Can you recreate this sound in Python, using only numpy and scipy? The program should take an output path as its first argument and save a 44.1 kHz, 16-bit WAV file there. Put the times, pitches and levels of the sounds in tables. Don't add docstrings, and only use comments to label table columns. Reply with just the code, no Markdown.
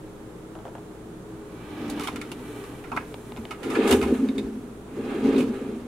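import sys
import numpy as np
from scipy import signal
from scipy.fft import rfft, irfft
from scipy.io import wavfile
from scipy.ndimage import uniform_filter1d

SR = 44100
rng = np.random.default_rng(int(sys.argv[2]) if len(sys.argv) > 2 else 0)


def master_out(mix):
    frames = np.transpose(np.atleast_2d(mix))
    ceiling = np.clip(frames, -1, 1)
    pcm = np.round(ceiling * 32767).astype(np.int16)
    wavfile.write(sys.argv[1], SR, pcm)


N = 258854

# time in seconds, then levels in dB of the box boom, rail noise, treble hiss.
UPPER_ROLL = [(1.3, -56.5, -69, -72), (1.51, -45.5, -55, -66), (1.76, -38, -43, -59),
              (1.88, -27.5, -41.5, -62), (2.04, -31, -37.5, -51), (2.15, -35, -50, -63),
              (2.4, -38, -49.5, -55.5), (2.56, -40.5, -45, -50), (2.75, -42, -50.5, -56),
              (2.86, -43, -53, -59), (2.97, -32.5, -54.5, -58.5), (3.15, -47, -55.5, -56),
              (3.4, -42.5, -57, -56.5), (3.56, -41.5, -48, -59)]
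LOWER_ROLL = [(3.56, -52, -53, -60), (3.66, -38.5, -41.5, -56), (3.74, -31.5, -36.5, -48),
              (3.8, -21.5, -31.5, -55), (3.89, -23, -29, -40.5), (3.93, -21.5, -25.5, -35),
              (3.99, -23, -40, -45), (4.03, -17.5, -38.5, -48), (4.1, -26, -38.5, -49),
              (4.22, -26, -48.5, -56.5), (4.47, -29, -55, -62), (4.61, -36, -67, -64),
              (4.81, -48, -65, -75), (4.92, -44.5, -56, -65), (4.99, -28.5, -47.5, -61),
              (5.13, -28, -39.5, -60), (5.2, -29.5, -42, -57), (5.26, -19, -39, -61),
              (5.34, -25.5, -36, -58), (5.41, -17, -39.5, -62), (5.46, -24.5, -48.5, -60),
              (5.55, -33.5, -44.5, -59), (5.69, -32, -48.5, -63), (5.87, -36, -60.5, -68)]
# pitch in Hz, width in Hz, level in dB next to the other rows.
FULL_BOX_MODES = [(235, 31.6, 1.5), (250.6, 14.2, 5.5), (294.4, 8.9, 6.5)]
EMPTY_BOX_MODES = [(216, 11.4, -1.5), (244.2, 18.9, -1.5), (273.5, 11.2, -0.5)]
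FULL_RAIL_MODES = [(656, 160, -6.5), (812, 110, 0.5), (928, 49, 1), (1073, 89, -4.5), (1217, 120, 2),
                   (1334, 200, -7), (1470, 74, -1.5), (1670, 300, -6.5)]
EMPTY_RAIL_MODES = [(677, 49, -4.5), (771, 43, -1.5), (820, 22, 2), (947, 23, -1), (1095, 280, -11),
                    (1227, 55, -1.5), (1316, 54, -6.5), (1478, 46, -4.5), (1682, 160, -9)]
FULL_CAGE_MODES = [(1960, 45, 7), (2323, 54, 8), (2570, 52, 5), (2820, 360, -2), (3150, 140, 2.5),
                   (3460, 350, -4.5), (4330, 570, -1.5), (4380, 1140, -4.5)]
EMPTY_CAGE_MODES = [(2040, 110, -0.5), (2320, 300, 3.5), (2486, 50, 9), (2710, 130, 4), (3230, 290, 0),
                    (3694, 160, -0.5), (4000, 260, -5), (5100, 860, -17.5)]
PANEL_MODES = [(320, 35.7, -3), (371.7, 11.2, -6), (391.5, 5.5, 4.5), (445.3, 23.6, 1.5), (466.8, 43, -5.5),
               (527, 55, -11), (573, 17.5, -11.5)]
CABINET_MODES = [(77, 75, 3.5), (121.3, 4.7, 15.5), (171, 20, 3)]
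BALL_MODES = [(6100, 3250, 21), (10000, 4200, 23), (13700, 4000, -15)]

# start in seconds, steel level in dB, wood level
# in dB over the steel, fizz in dB over the steel, seconds to fall by 60 dB, note of the struck part in Hz.
CLICK_LIST = [(1.899, -50.5, -4, 14, 0.09, 4600), (1.9962, -33, -4, -5, 0.035, 1330),
              (2.0073, -37.5, -2, -5, 0.16, 1140), (2.035, -43, -13, 0, 0.25, 1140),
              (2.0729, -34.5, 7.5, -0.5, 0.037, 3150), (2.081, -30.5, 3.5, -17, 0.052, 1050),
              (2.1593, -32.5, -11, -8, .055, 1320), (2.2142, -32, -17, -8, 0.055, 1365),
              (2.3168, -41.5, 3, 3.5, 0.054, 2820), (2.6377, -45, -12, -7, 0.11, 1110),
              (2.839, -42, 2, -18, 0.17, 1400), (2.9176, -37.5, 16, -39, 0.043, 780),
              (2.924, -44, 10, -38, 0.088, 1060), (2.9638, -32, 3.5, -13, 0.079, 1010),
              (2.9727, -23.5, -3, -36, 0.021, 1660), (2.9755, -35.5, 8, -28, 0.051, 2580),
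              (3.3706, -40.5, 6.5, -11, 0.062, 1300), (3.5084, -30.5, 0.5, -14.5, 0.11, 1260),
              (3.6304, -38.5, -4, -7.5, 0.3, 1390), (3.701, -34.5, 2, -11, 0.19, 1190),
              (3.7522, -23, -3, -28, 0.057, 2230), (3.758, -22.5, -15, -34, 0.041, 1370),
              (3.8756, -37, -11, 4, 0.22, 1740), (3.91, -23.5, 5.5, 1.5, .051, 3030),
              (3.9248, -30.5, -23, 3, 0.054, 940), (4.014, -35.5, 5, -5, 0.055, 2600),
              (4.0265, -28, 3, -14.5, 0.098, 1276), (4.287, -37, -21, -20, 0.038, 3680),
              (4.3807, -33.5, -22, -11, .075, 3660), (5.3625, -40, -6, -9, 0.076, 3680),
              (5.3804, -41, 0, -1, 0.23, 2650), (5.4021, -42, -4, -8, 0.088, 2530)]
# pitch in Hz, width in Hz, level in dB.
CLICK_WOOD_MODES = [(773, 174, 0), (986, 114, 4), (1034, 51, 7), (1344, 180, 1.5)]
CLICK_STEEL_MODES = [(1720, 230, 2), (2187, 200, 9.1), (2490, 370, 0.55), (2465, 197, 10.4),
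                     (2520, 370, 2.4)]
THIN_STEEL_MODES = [(2910, 73, 6.5), (3630, 125, 5.5), (4250, 440, -4.5), (5150, 690, -1),
                    (6100, 1800, -13)]

# start in seconds, edge level in dB, wood level in dB, seconds for the wood to fall by 60 dB.
TICK_LIST = [(.553, -40.5, -27.5, 0.2), (0.589, -46, -31, 0.1), (0.653, -46, -25.5, 0.17),
             (.669, -54, -28.5, .06), (.680, -46, -28, 0.094), (0.7521, -42, -24.5, 0.091),
             (.770, -52, -38, 0.053), (.782, -48, -29, 0.099), (3.1423, -27.5, -26.5, 0.033),
             (3.321, -33, -29, .03), (3.364, -36, -31, .02), (3.4532, -28.5, -27, 0.028)]
# pitch in Hz, width in Hz, level in dB.
TICK_EDGE_MODES = [(1920, 1400, 1), (3160, 1350, 7), (4950, 3700, -9.5), (9000, 3600, -13)]
TICK_WOOD_MODES = [(580, 320, 8.5), (850, 240, 13), (1040, 520, 4), (1710, 700, -6.5)]

# start in seconds, pitch in Hz, level in dB before the swell-in, seconds to fall by 60 dB.
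LOW_TONE_LIST = [(3.383, 226, -26.5, 0.25), (3.385, 81, -35, 0.18), (3.91, 80, -23.5, 0.4),
                 (4.027, 73.4, -24.5, 0.33), (4.224, 259, -9.5, 0.098), (4.122, 251, -5, 0.089),
                 (4.44, 59.7, -29.5, 0.14), (5.407, 265, -27, 0.06)]

# pitch in Hz, strength in dB next to the other rows.
GRIP_COLOUR = [(15, -18), (28, 2), (50, -14), (85, -6), (200, -60)]
KITCHEN_COLOUR = [(8.8, -45), (15, 9), (49, -16), (165, -2), (259, -6), (307, -13.5), (364, -2), (414, -1),
                  (583, -12), (1230, -16), (2500, -32), (3250, -54), (5500, -120)]
HISS_COLOUR = [(600, -32), (1500, -2.5), (2500, -3), (3500, -2.5), (5000, -9.5), (7000, -6), (10000, -6),
               (12500, -12), (15700, -17)]
# pitch in Hz, width in Hz, level in dB before the fade below.
FRIDGE_TONES = [(185, 7.9, -50.5), (228, 5.7, -52.5), (317.3, 5.4, -42.5), (527, 3.5, -57.5),
                (7460, 25, -78)]
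# time in seconds, change in dB.
FRIDGE_FADE_DB = [(0, -2.5), (1.6, -1), (2.6, -23), (5.87, -6)]
# pitch in Hz, typical wander in Hz, level in dB before its slow swell.
MOTOR_TONES = [(58.4, 2.45, -55), (116.8, 1.01, -53.5), (417, 1.64, -53)]

# pitch in Hz, likeness from 0 (unrelated) to 1 (the same).
NEAR_ALIKE = [(20, 0.69), (100, 1), (290, .99), (640, 0.94), (1400, 0.52), (3100, 0.42), (6800, 0.15),
              (15000, 0)]
ROOM_ALIKE = [(20, 0.85), (45, 1), (130, 0.94), (290, 1), (640, 0.65), (1400, 0.29), (3100, 0), (15000, 0)]
# pitch in Hz, left minus right in dB.
STEREO_LEAN = [(60, 0), (110, 1.5), (200, -0.5), (380, 0.5), (700, 0.0), (1290, -2.0), (2380, -3.5),
               (4400, -1.5), (8120, -1.0), (15000, -2.0)]

PANEL_FROM_BOX, CABINET_FROM_BOX = 0.41, 0.55
UNEVEN_DB, UNEVEN_PER_S = 0.76, 19
NOTE_DB, NOTE_Q = -1, 26
THIN_FROM_FIZZ = 0.77


def drawer(roll, panel_offset_db, cabinet_offset_db, cage_offset_db, box, rails, cage):
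    boom_db, rail_db, ball_db = on_time(roll)
    panel_db = panel_offset_db + PANEL_FROM_BOX * boom_db + (1 - PANEL_FROM_BOX) * rail_db
    cabinet_db = cabinet_offset_db + CABINET_FROM_BOX * boom_db
    cage_db = rail_db + cage_offset_db
    t = np.arange(N) / SR
    since_start = t - roll[0][0] + 0.0055
    until_end = roll[-1][0] + 0.015 - t
    moving = np.clip(np.minimum(since_start, until_end) / 0.014, 0, 1)
    coarse = grit(rate_hz=120.0, spread_db=0.38, tail_s=0.012)
    fine = grit(rate_hz=340.0, spread_db=2.6, tail_s=0.053)
    wood = undb(boom_db + uneven()) * ring(coarse, box)
    wood += undb(panel_db + uneven()) * ring(coarse, PANEL_MODES)
    wood += undb(cabinet_db + uneven()) * ring(coarse, CABINET_MODES)
    steel = undb(rail_db) * ring(fine, rails)
    steel += undb(cage_db + uneven()) * ring(fine, cage)
    steel += undb(ball_db) * ring(fine, BALL_MODES)
    return moving * (wood + steel)


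def grit(rate_hz, spread_db, tail_s):
    hit = rng.random(N) < rate_hz / SR
    knocks = hit * undb(spread_db * rng.exponential(size=N))
    power = signal.lfilter([1], [1, -np.exp(-1 / (tail_s * SR))], knocks ** 2)
    return unit(np.sqrt(power) * noise())


def uneven():
    span = int(SR / UNEVEN_PER_S)
    smooth = uniform_filter1d(rng.standard_normal(N), size=span)
    return UNEVEN_DB * unit(uniform_filter1d(smooth, size=span))


def clicks():
    wood, steel, thin_steel, fizz = np.zeros((4, 2, N))
    notes = np.zeros((2, N))
    chatter = noise()
    t = np.arange(int(0.3 * SR)) / SR
    room_tail = undb(-21 - 60 * t / 0.31)
    for start_s, steel_db, wood_db, fizz_db, t60, note_hz in CLICK_LIST:
        now = slice(int(start_s * SR), int(start_s * SR) + len(t))
        push = (undb(-60 * t / t60) + room_tail) * chatter[:, now]
        push[0, 0] += 6.0
        wood[:, now] += undb(steel_db + wood_db) * push
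        steel[:, now] += undb(steel_db) * push
        thin_steel[:, now] += undb(steel_db + THIN_FROM_FIZZ * fizz_db) * push
        fizz[:, now] += undb(steel_db + fizz_db) * push
        note = ring(push, [(note_hz, note_hz / NOTE_Q, 0)])
        notes[:, now] += undb(steel_db + NOTE_DB) * note
    body = ring(wood, CLICK_WOOD_MODES) + ring(steel, CLICK_STEEL_MODES)
    treble = ring(thin_steel, THIN_STEEL_MODES) + ring(fizz, BALL_MODES)
    return notes + body + treble


def ticks():
    hard, wood = np.zeros((2, 2, N))
    t = np.arange(int(0.12 * SR)) / SR
    for start_s, edge_db, wood_db, t60 in TICK_LIST:
        now = slice(int(start_s * SR), int(start_s * SR) + len(t))
        rustle = 0.45 * rng.standard_normal((2, len(t)))
        rustle[:, 0] = 6.0, 2.5
        hard[:, now] += undb(edge_db - 60 * t / 0.019) * rustle
        wood[:, now] += undb(wood_db - 60 * t / t60) * rustle
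    return ring(hard, TICK_EDGE_MODES) + ring(wood, TICK_WOOD_MODES)


def low_tones():
    out = np.zeros((2, N))
    for start_s, hz, db, t60 in LOW_TONE_LIST:
        t = np.maximum(np.arange(N) / SR - start_s, 0)
        swell_in = 1 - np.exp(-t / 0.0065)
        out[0] += undb(db - 60 * t / t60) * swell_in * np.sin(2 * np.pi * hz * t)
    return out


def hand_rumble():
    return coloured(GRIP_COLOUR, -62.5) * undb([[3.0], [-3.0]])


def kitchen():
    room_tone = coloured(KITCHEN_COLOUR, -43.5)
    hiss = coloured(HISS_COLOUR, -58.5)
    return room_tone + hiss + motor_hum() + fridge()


def fridge():
    return undb(on_time(FRIDGE_FADE_DB)[0]) * narrow_tones(FRIDGE_TONES)


def motor_hum():
    out = np.zeros((2, N))
    for hz, wander_hz, db in MOTOR_TONES:
        drift, swell = (unit(uniform_filter1d(row, size=SR // 6)) for row in noise())
        turns = np.cumsum(hz + wander_hz * drift) / SR
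        out[0] += np.sqrt(2) * undb(db + 1.8 * swell) * np.sin(2 * np.pi * turns)
    return out


def narrow_tones(tones):
    return sum(undb(db) * ring(noise(), [(hz, width, 0)]) for hz, width, db in tones)


def coloured(colour, db):
    shaped = irfft(rfft(noise()) * undb(on_hz(colour)), N)
    return unit(shaped) * undb(db)


def noise():
    return rng.standard_normal((2, N))


def ring(x, modes):
    out, power = 0, 0
    for k, (hz, width, db) in enumerate(modes):
        b, a = signal.iirpeak(hz, hz / width, fs=SR)
        sign = (-1) ** k
        out = out + sign * undb(db) * signal.lfilter(b, a, x)
        power += undb(db) ** 2 * np.pi * width / SR
    return out / np.sqrt(power)


def ports(pair, alike):
    common, apart = rfft(pair)
    like = np.clip(on_hz(alike), 0, 1)
    lean_db = on_hz(STEREO_LEAN)
    mid, side = common * np.sqrt(1 + like), apart * np.sqrt(1 - like)
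    left = (mid + side) * undb(lean_db / 2)
    right = (mid - side) * undb(-lean_db / 2)
    return irfft(np.array([left, right]), N) / np.sqrt(2)


def undb(db):
    return 10 ** (np.asarray(db) / 20)


def unit(x):
    return x / np.sqrt(np.mean(x ** 2))


def on_hz(table):
    hz, value = np.transpose(table)
    every_hz = np.arange(N // 2 + 1) * SR / N
    return np.interp(np.log(every_hz + 1), np.log(hz), value)


def on_time(table):
    seconds, *columns = np.transpose(table)
    return [np.interp(np.arange(N) / SR, seconds, column) for column in columns]


def scene():
    upper = drawer(UPPER_ROLL, panel_offset_db=0.61, cabinet_offset_db=-27, cage_offset_db=-3,
                   box=FULL_BOX_MODES, rails=FULL_RAIL_MODES, cage=FULL_CAGE_MODES)
    lower = drawer(LOWER_ROLL, panel_offset_db=8.32, cabinet_offset_db=-32, cage_offset_db=-6,
                   box=EMPTY_BOX_MODES, rails=EMPTY_RAIL_MODES, cage=EMPTY_CAGE_MODES)
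    near = upper + lower + clicks() + ticks() + low_tones()
    return ports(near, NEAR_ALIKE) + ports(kitchen(), ROOM_ALIKE) + hand_rumble()


def record(dry):
    bass_cut = signal.butter(2, 24.0, "high", fs=SR, output="sos")
    top_cut = signal.ellip(16, 0.2, 90, 15800, fs=SR, output="sos")
    return signal.sosfilt(top_cut, signal.sosfilt(bass_cut, dry))


dry = scene()
out = record(dry)
master_out(out)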